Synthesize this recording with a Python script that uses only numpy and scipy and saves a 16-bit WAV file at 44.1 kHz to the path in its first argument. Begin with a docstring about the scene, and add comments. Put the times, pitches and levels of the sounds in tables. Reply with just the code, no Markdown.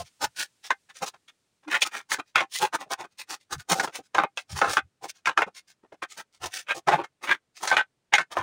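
"""Loose pallet boards are laid side by side on a concrete workshop floor, close to the ear.
They knock and clatter as they land: impulsive forces excite bending modes, a crack and a thud.
Pushed by gloved hands they scrape over grit, as random stick and slip; edges tap and gloves brush.
Now and then a dragged board judders, as a wavering sine on one mode. Dull bumps are filtered noise.
Faint reflections follow each contact, and very quiet room air lies beneath."""
import sys
import numpy as np
from scipy import signal
from scipy.fft import rfft, irfft
from scipy.io import wavfile

SR = 44100
rng = np.random.default_rng(int(sys.argv[2]) if len(sys.argv) > 2 else 0)


def file_out(sig):
    """Save sig as 16-bit WAV at sys.argv[1]."""
    # one column per channel
    cols = np.atleast_2d(sig).T
    # limit, then scale
    lim = np.clip(cols, -1, 1)
    pcm = np.round(lim * 32767).astype(np.int16)
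    wavfile.write(sys.argv[1], SR, pcm)


N = 371322


def undb(db):
    """Logarithmic level: convert decibels to amplitude gain."""
    return 10 ** (np.asarray(db) / 20)


def unit(x):
    """Normalisation: scale to rms 1."""
    return x / np.sqrt(np.mean(x ** 2))


def colour(x, points, size=1024):
    """Minimum phase: the folded cepstrum of the log gain through (f/Hz, level/dB) gives a causal filter."""
    hz, db = np.transpose(points)
    grid = np.maximum(np.arange(size // 2 + 1) * SR / size, 1)
    log_gain = np.log(undb(np.interp(np.log(grid), np.log(hz), db)))
    cepstrum = irfft(log_gain)
    cepstrum[1:size // 2] *= 2
    cepstrum[size // 2 + 1:] = 0
    response = irfft(np.exp(rfft(cepstrum)))
    return signal.fftconvolve(x, response)[:len(x)]


def resonate(x, hz, width):
    """Simple resonance: a two-pole band-pass with gain 1 at the centre."""
    b, a = signal.iirpeak(hz, hz / min(width, SR / 4), SR)
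    return signal.lfilter(b, a, x)


def add(out, s, x):
    """Superposition: mix x into out, starting at time s."""
    i = int(s * SR)
    a, b = max(i, 0), min(i + len(x), N)
    if b > a:
        out[a:b] += x[a - i:b - i]


def at_level(x, envelope, db):
    """Energy equivalence: give x the energy of this envelope with its top at db."""
    return x * undb(db) * np.sqrt(np.sum(envelope ** 2) / np.sum(x ** 2))


# spectrum of the room air: f/Hz, level/dB (relative)
AIR = [(25, -15), (60, -5), (130, 2), (400, -3.5), (900, -10.5), (2500, -14.5), (9000, -15), (12000, -27.5)]
# gain on the air's treble: t/s, level/dB
HISS_LEVEL = [(0, 12.5), (1.5, 2), (2.2, -2), (8.401, -5)]
AIR_DB, HISS_HZ = -77.5, 2500  # rms level before the treble gain; crossover


def air():
    """Broadband noise: very quiet room air, whose hiss sinks away as the work goes on."""
    noise = undb(AIR_DB) * unit(colour(rng.standard_normal(N), AIR))
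    low = signal.sosfilt(signal.butter(2, HISS_HZ, "low", fs=SR, output="sos"), noise)
    high = signal.sosfilt(signal.butter(2, HISS_HZ, "high", fs=SR, output="sos"), noise)
    hiss_db = np.interp(np.arange(N) / SR, *np.transpose(HISS_LEVEL))
    # opposite signs keep the two bands in phase at the crossover
    return low - high * undb(hiss_db)


# a dragged board judders on one mode: t/s (peak), f/Hz, level/dB
JUDDERS = [(.005, 706, -34), (1.034, 791, -33.5), (1.687, 307, -36), (1.747, 1433, -25), (2.567, 2017, -36),
           (2.64, 854, -20.5), (2.639, 382, -29.5), (3.729, 178, -31.5), (6.711, 1598, -26.5),
           (6.939, 863, -19.5), (7.0, 332.3, -34), (7.32, 1628, -19), (7.724, 1546, -18),
           (7.797, 1536, -20.5)]
JUDDER_HALF_S = 0.015  # from the peak to 1/e


def judders(waver=0.021, rough=0.05):
    """Stick-slip oscillation: friction locks onto one mode, slightly unsteady in pitch and strength."""
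    out, t = np.zeros(N), np.arange(-SR // 10, SR // 10) / SR
    swell = np.exp(-(abs(t) / JUDDER_HALF_S) ** 2.2)
    for s, hz, db in JUDDERS:
        drift = unit(resonate(rng.standard_normal(len(t)), 44, 110))
        grip = unit(resonate(rng.standard_normal(len(t)), 44, 110))
        phase = 2 * np.pi * np.cumsum(hz * (1 + waver * drift)) / SR
        tone = np.sqrt(2) * np.sin(phase)
        add(out, s + t[0], undb(db) * swell * (1 + rough * grip) * tone)
    return out


def slips(n, rate, spread_db):
    """Random impulses: tiny slips, rate per second; a positive spread makes a few much stronger."""
    sizes = undb(spread_db * np.minimum(rng.exponential(size=n), 4))
    happens = rng.random(n) < rate / SR
    return unit(rng.standard_normal(n) * sizes * happens)


def grain(x, ring_s, direct):
    """Modal overlap: a contact excites a thicket of short modes, heard as decaying noise."""
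    t = np.arange(SR // 50) / SR
    response = unit(rng.standard_normal(len(t)) * np.exp(-t / ring_s)) / np.sqrt(len(t))
    response[0] += direct
    return signal.fftconvolve(x, response)[:len(x)]


def catches(n, rate_hz, depth_db):
    """Friction modulation: gain of a surface that catches and lets go at an uneven pace."""
    return undb(depth_db * unit(resonate(rng.standard_normal(n), rate_hz, rate_hz)))


# nominal bending and twisting modes of a board: f/Hz, width/Hz, level/dB (relative)
BOARD = [(725, 21, -6), (792.4, 12, 6), (875, 82, -1), (1052, 50, -4), (1240, 79, -6), (1390, 110, -7),
         (1539.6, 38, -2), (1693, 160, -11.5), (2126, 24, -6.5), (2479, 15, -6), (3430, 310, -14),
         (3840, 59, -6)]
# spectrum of the wood: f/Hz, level/dB (relative)
WOOD = [(150, -34.5), (330, -12.5), (520, 7), (750, -1.5), (1600, -4), (2600, 2), (3600, -2.5),
        (6000, -21.5), (12000, -46)]


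def board(force, centre_hz, mode_db=11, breadth=0.55):
    """Modal superposition: board and grip shift the modes, and the contact sets the brightness."""
    shifts = np.exp(.02 * rng.standard_normal(len(BOARD)))
    weights_db = 2.5 * rng.standard_normal(len(BOARD))
    modes = np.zeros(len(force))
    for (hz, width, db), shift, weight_db in zip(BOARD, shifts, weights_db):
        modes += undb(db + weight_db) * resonate(force, hz * shift, width)
    wood = colour(force + undb(mode_db) * modes, WOOD)
    return resonate(wood, centre_hz, breadth * centre_hz)


# the duller the contact, the more weight is on the floor
MIDDLE_HZ, THUD_DB_PER_OCTAVE = 1230, -13.5


def thud_of(tone_hz):
    """Contact stiffness: extra thud in dB of a dull, heavy contact over a middling one."""
    return THUD_DB_PER_OCTAVE * np.log2(tone_hz / MIDDLE_HZ)


# spectrum of crunching grit: f/Hz, level/dB (relative)
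GRIT = [(900, -27), (2500, -1), (3800, 5), (6500, 5), (7800, -2.5), (9200, -1.5), (11000, -12.5),
        (13500, -21.5), (14700, -9.5), (16000, -14.5)]
# spectrum of weight thudding on the floor: f/Hz, level/dB (relative)
THUD = [(25, -32), (60, -21), (110, -8), (170, -3), (240, -5.5), (320, 7), (430, 4.5), (800, -11.5),
        (3000, -67)]
SCRAPE_THUD_DB = -14  # relative to the wood at MIDDLE_HZ
GRIT_KNEE_HZ = 6000  # above it the grit tilts by top_db per octave
CATCH_STEEPNESS, RELEASE_STEEPNESS = 2.3, 2  # exponents of the swell and the fade


def stroke(s, rise, fall, wood_db, grit_db, centre_hz, top_db):
    """Sliding friction: wood sticks and slips, grit crunches under it, its weight thuds on the floor."""
    t = np.arange(-SR // 8, SR // 5) / SR
    span = np.maximum(np.where(t < 0, rise, fall), .003)
    steepness = np.where(t < 0, CATCH_STEEPNESS, RELEASE_STEEPNESS)
    speed = np.exp(-(abs(t) / span) ** steepness)
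    pressure = speed * catches(len(t), rate_hz=25, depth_db=2.18)
    rumble = grain(rng.standard_normal(len(t)), ring_s=0.0065, direct=0.37)
    thud = speed * colour(rumble, THUD)
    friction = grain(slips(len(t), rate=1300, spread_db=2.5), ring_s=0.0048, direct=0.73)
    wood = pressure * board(friction, centre_hz)
    crushing = catches(len(t), rate_hz=59, depth_db=1.0) * slips(len(t), rate=12000, spread_db=0.0)
    crunch = grain(crushing, ring_s=0.0081, direct=0.45)
    # a few coarse grains crack one by one
    ticks = undb(-5.5) * slips(len(t), rate=400, spread_db=3.5)
    spectrum = [(hz, db + top_db * max(np.log2(hz / GRIT_KNEE_HZ), 0)) for hz, db in GRIT]
    grit = colour(pressure * (unit(crunch) + ticks), spectrum)
    thud_db = wood_db + SCRAPE_THUD_DB + thud_of(centre_hz)
    mix = at_level(thud, speed, thud_db)
    mix += at_level(wood, speed, wood_db)
    mix += at_level(grit, speed, grit_db)
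    return s + t[0], mix


# a board is pushed over the floor:
# t/s (top speed), length/s, wood level/dB, grit level/dB, f/Hz (centre of the wood tone)
SCRAPES = [(.01, .03, -39.5, -41.5, 850), (0.236, 0.041, -24.5, -28, 1310),
           (0.407, 0.062, -32, -30.5, 1890), (1.032, 0.03, -29.5, -35.5, 1030),
           (1.077, 0.033, -40.5, -35.5, 1230), (1.742, 0.06, -21.5, -36, 1902),
           (1.826, 0.023, -27.5, -25, 2754), (1.867, 0.031, -32.5, -34.5, 1470),
           (1.962, 0.068, -33.5, -42, 1640), (2.128, 0.043, -33.5, -29, 1390),
           (2.56, 0.062, -43.5, -30, 2040), (2.635, 0.051, -24.5, -31, 1110),
           (2.749, 0.03, -23.5, -33.5, 1280), (2.816, 0.041, -38, -46, 1110),
           (2.924, 0.033, -27.5, -31.5, 1210), (3.009, 0.038, -36, -47, 1000),
           (3.207, 0.038, -40.5, -39.5, 2200), (3.322, 0.052, -37, -35.5, 1240),
           (3.531, 0.035, -31.5, -32.5, 1140), (3.604, 0.035, -46.5, -47.5, 1630),
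           (3.719, 0.04, -21, -22, 1120), (3.791, 0.12, -31.5, -39.5, 930),
           (3.844, 0.022, -25.5, -33.5, 1070), (3.962, 0.048, -39, -38, 1900),
           (4.52, 0.046, -47.5, -42.5, 1600), (4.583, 0.054, -33.5, -35, 1440),
           (4.719, 0.073, -33, -31.5, 1540), (5.048, 0.04, -36.5, -44.5, 920),
           (5.097, 0.023, -44.5, -37, 2180), (6.193, 0.04, -39.5, -42.5, 1270),
           (6.449, 0.052, -33.5, -35.5, 1060), (6.567, 0.073, -38, -35, 2040),
           (6.707, 0.045, -25, -44.5, 1940), (6.77, 0.038, -39.5, -41.5, 710),
           (6.881, 0.017, -19.5, -39, 1047), (6.936, 0.053, -19.5, -45, 1130),
           (6.998, 0.057, -30, -61, 885), (7.247, 0.039, -34.5, -42.5, 1270), (7.31, 0.06, -21, -41, 1605),
           (7.644, 0.052, -31, -35.5, 1270), (8.131, 0.012, -24.5, -49, 1680),
           (8.327, 0.026, -38, -43.5, 1270), (8.386, 0.057, -37, -47, 940)]
SCRAPE_RISE_SHARE = 0.48
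SCRAPE_TOP_DB = 3.5  # per octave: pressed grit is crushed and sizzles


def scrapes():
    """Sliding friction: pushes swell and fade almost evenly."""
    out = np.zeros(N)
    for s, length, wood_db, grit_db, centre_hz in SCRAPES:
        rise = SCRAPE_RISE_SHARE * length
        add(out, *stroke(s, rise, length - rise, wood_db, grit_db, centre_hz, SCRAPE_TOP_DB))
    return out


# dull bumps of shifting weight: t/s (peak), level/dB
BUMPS = [(0.014, -47), (0.256, -51.5), (3.567, -43), (4.556, -35.5), (4.701, -45.5), (4.846, -55.5),
         (8.41, -45.5), (6.452, -50)]
# spectrum of a bump: f/Hz, level/dB (relative)
BUMP = [(25, -10), (50, -4), (85, 10.5), (150, 3), (230, -16.5), (600, -53)]
BUMP_HALF_S = .03  # from the peak to 1/e


def bumps():
    """Contact duration: soft, heavy contacts carry mostly bass."""
    out, t = np.zeros(N), np.arange(-SR // 5, SR // 5) / SR
    weight = np.exp(-(t / BUMP_HALF_S) ** 2)
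    for s, db in BUMPS:
        bass = colour(rng.standard_normal(len(t)), BUMP, size=4096)
        add(out, s + t[0], at_level(weight * bass, weight, db))
    return out


TOUCH_TOP_DB = 0.5  # grit tilt per octave for brushes and taps
# gloves brush over the wood: t/s (peak), level/dB (hiss)
BRUSHES = [(.065, -56.5), (0.659, -43), (0.971, -47.5), (2.285, -66.5), (3.418, -64.5), (4.051, -65),
           (4.393, -49.5), (3.123, -71.5), (5.168, -60.5), (5.572, -45.5), (5.699, -56.5), (6.118, -46.5),
           (6.35, -61.5), (7.577, -48.5)]
BRUSH_RISE_S, BRUSH_FALL_S = 0.019, 0.026
BRUSH_WOOD_DB, BRUSH_HZ = -5, 2040  # wood relative to the hiss; centre of the wood tone


def brushes():
    """Light friction: gloves are mostly hiss, with less wood."""
    out = np.zeros(N)
    for s, db in BRUSHES:
        wood_db = db + BRUSH_WOOD_DB
        add(out, *stroke(s, BRUSH_RISE_S, BRUSH_FALL_S, wood_db, db, BRUSH_HZ, TOUCH_TOP_DB))
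    return out


# a board lands or hits its neighbour: t/s, wood level/dB, crack level/dB,
# f/Hz (centre of the wood tone), f/Hz (ringing mode), length/s (fall of the rattle)
KNOCKS = [(0.705, -15.5, -33.5, 1560, 1056, 0.015), (1.819, -14.5, -20.5, 3100, 2420, .012),
          (2.117, -20, -26.5, 1600, 1297, 0.029), (2.357, -10, -27.5, 1676, 2340, 0.034),
          (2.405, -18, -35.5, 1180, 1426, 0.023), (3.797, -19.5, -27, 1280, 1460, 0.0064),
          (4.147, -20, -33.5, 1020, 1596, 0.046), (4.182, -11, -41, 1170, 1524, 0.037),
          (4.235, -18, -55, 928, 822, 0.008), (4.373, -26.5, -34.5, 2270, 2490, 0.011),
          (4.615, -12, -31, 1170, 1457, 0.067), (4.769, -12, -30, 1375, 1167, 0.016),
          (5.257, -23, -33, 1940, 2220, 0.015), (5.271, -15, -30, 1360, 1610, 0.028),
          (5.375, -11.5, -30, 1220, 1166, 0.03), (5.419, -15.5, -39, 1234, 793, 0.01),
          (6.884, -12.5, -29.5, 974, 830, 0.044), (7.674, -25, -24.5, 1820, 2030, 0.067),
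          (7.714, -14, -37, 1340, 1530, 0.054), (7.767, -12, -31, 1800, 1507, 0.027),
          (7.777, -21.5, -43, 1660, 1580, 0.029), (8.137, -7.5, -18, 1960, 830, 0.022),
          (8.182, -15.5, -30.5, 1590, 1496, 0.027), (8.369, -18.5, -59, 1000, 760, .035)]
KNOCK_THUD_DB = -27.5  # relative to the wood at MIDDLE_HZ
# a hard, flat blow stops dead; a glancing one chatters on
HARD_BLOW_DB, HARD_T60_S, DB_PER_DOUBLED_T60 = -7, .034, 14
RATTLE_DELAY_S, RATTLE_RISE_S = .011, 0.011
RATTLE_DB, RATTLE_GRIT_DB = -9.5, -12  # relative to the blow and to its crack
RATTLE_TOP_DB = -3  # grit tilt per octave


def knocks(blow=11, contact_s=0.00121, ring_db=-6, ring_width_hz=45, settle_s=0.061):
    """Impact excitation: a hard blow in dying chatter, then a rattle to rest; the ringing is cut short after
    about 60 ms."""
    out, t = np.zeros(N), np.arange(SR // 5) / SR
    damping = np.exp(-(t / settle_s) ** 4)
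    for s, wood_db, crack_db, centre_hz, mode_hz, rattle_s in KNOCKS:
        t60 = HARD_T60_S * 2 ** ((HARD_BLOW_DB - wood_db) / DB_PER_DOUBLED_T60)
        decay = np.exp(-np.log(1000) * t / t60)
        force = decay * slips(len(t), rate=4000, spread_db=-0.5)
        force[int(contact_s * SR)] += blow
        contact = grain(force, ring_s=0.0029, direct=0.7)
        wood = at_level(board(contact, centre_hz), decay, wood_db)
        ring = at_level(resonate(force * decay, mode_hz, ring_width_hz), decay, wood_db + ring_db)
        splinters = grain(decay * slips(len(t), rate=5400, spread_db=0.0), ring_s=0.0035, direct=2.2)
        crack = at_level(resonate(colour(splinters, GRIT), 5600, 5300), decay, crack_db)
        thud_db = wood_db + KNOCK_THUD_DB + thud_of(centre_hz)
        thud = at_level(colour(force, THUD), decay, thud_db)
        add(out, s, damping * (wood + ring + crack + thud))
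        rattle = stroke(s + RATTLE_DELAY_S, RATTLE_RISE_S, rattle_s, wood_db + RATTLE_DB,
                        crack_db + RATTLE_GRIT_DB, centre_hz, RATTLE_TOP_DB)
        add(out, *rattle)
    return out


# an edge is set down softly: t/s (peak), level/dB (wood), f/Hz (centre of the wood tone)
TAPS = [(0.899, -48, 1950), (1.145, -50.5, 1290), (1.287, -50, 2460), (1.639, -58, 1230),
        (1.684, -39, 1300), (2.191, -31, 960), (3.044, -41, 1000), (2.867, -58.5, 545), (3.88, -35.5, 1050),
        (3.993, -44, 584), (5.473, -41.5, 564), (5.84, -58.5, 523), (5.93, -46.5, 730), (6.029, -29, 1265),
        (7.043, -37.5, 1300)]
TAP_RISE_S, TAP_FALL_S = 0.0064, 0.017
TAP_GRIT_DB, TAP_GRIT_DB_PER_OCTAVE = -14.5, 7  # relative to the wood at MIDDLE_HZ, and its slope


def taps():
    """Soft contact: taps start quickly, and brighter ones carry more grit."""
    out = np.zeros(N)
    for s, db, centre_hz in TAPS:
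        grit_db = db + TAP_GRIT_DB + TAP_GRIT_DB_PER_OCTAVE * np.log2(centre_hz / MIDDLE_HZ)
        add(out, *stroke(s, TAP_RISE_S, TAP_FALL_S, db, grit_db, centre_hz, TOUCH_TOP_DB))
    return out


def workshop(x, wet_db=-25, t60=0.067, delay_s=0.0074):
    """Reverberation: faint, short, dull reflections from the floor and stacked timber."""
    t = np.arange(SR // 3) / SR
    diffuse = resonate(rng.standard_normal(len(t)), 1600, 2000)
    tail = diffuse * np.exp(-np.log(1000) * t / t60) * (t > delay_s)
    tail /= np.sqrt(np.sum(tail ** 2))
    return x + undb(wet_db) * signal.fftconvolve(x, tail)[:N]


def scene():
    """Superposition: boards in the room over very quiet air."""
    contacts = judders() + scrapes() + bumps() + brushes() + knocks() + taps()
    return (workshop(contacts) + air())[None]


TOP_HZ = 15750


def record(dry):
    """Saturation and band limiting: tanh rounds the highest peaks, a steep low-pass cuts the top."""
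    low_pass = signal.ellip(8, .2, 80, TOP_HZ, fs=SR, output="sos")
    return signal.sosfilt(low_pass, np.tanh(dry))


dry = scene()
out = record(dry)
file_out(out)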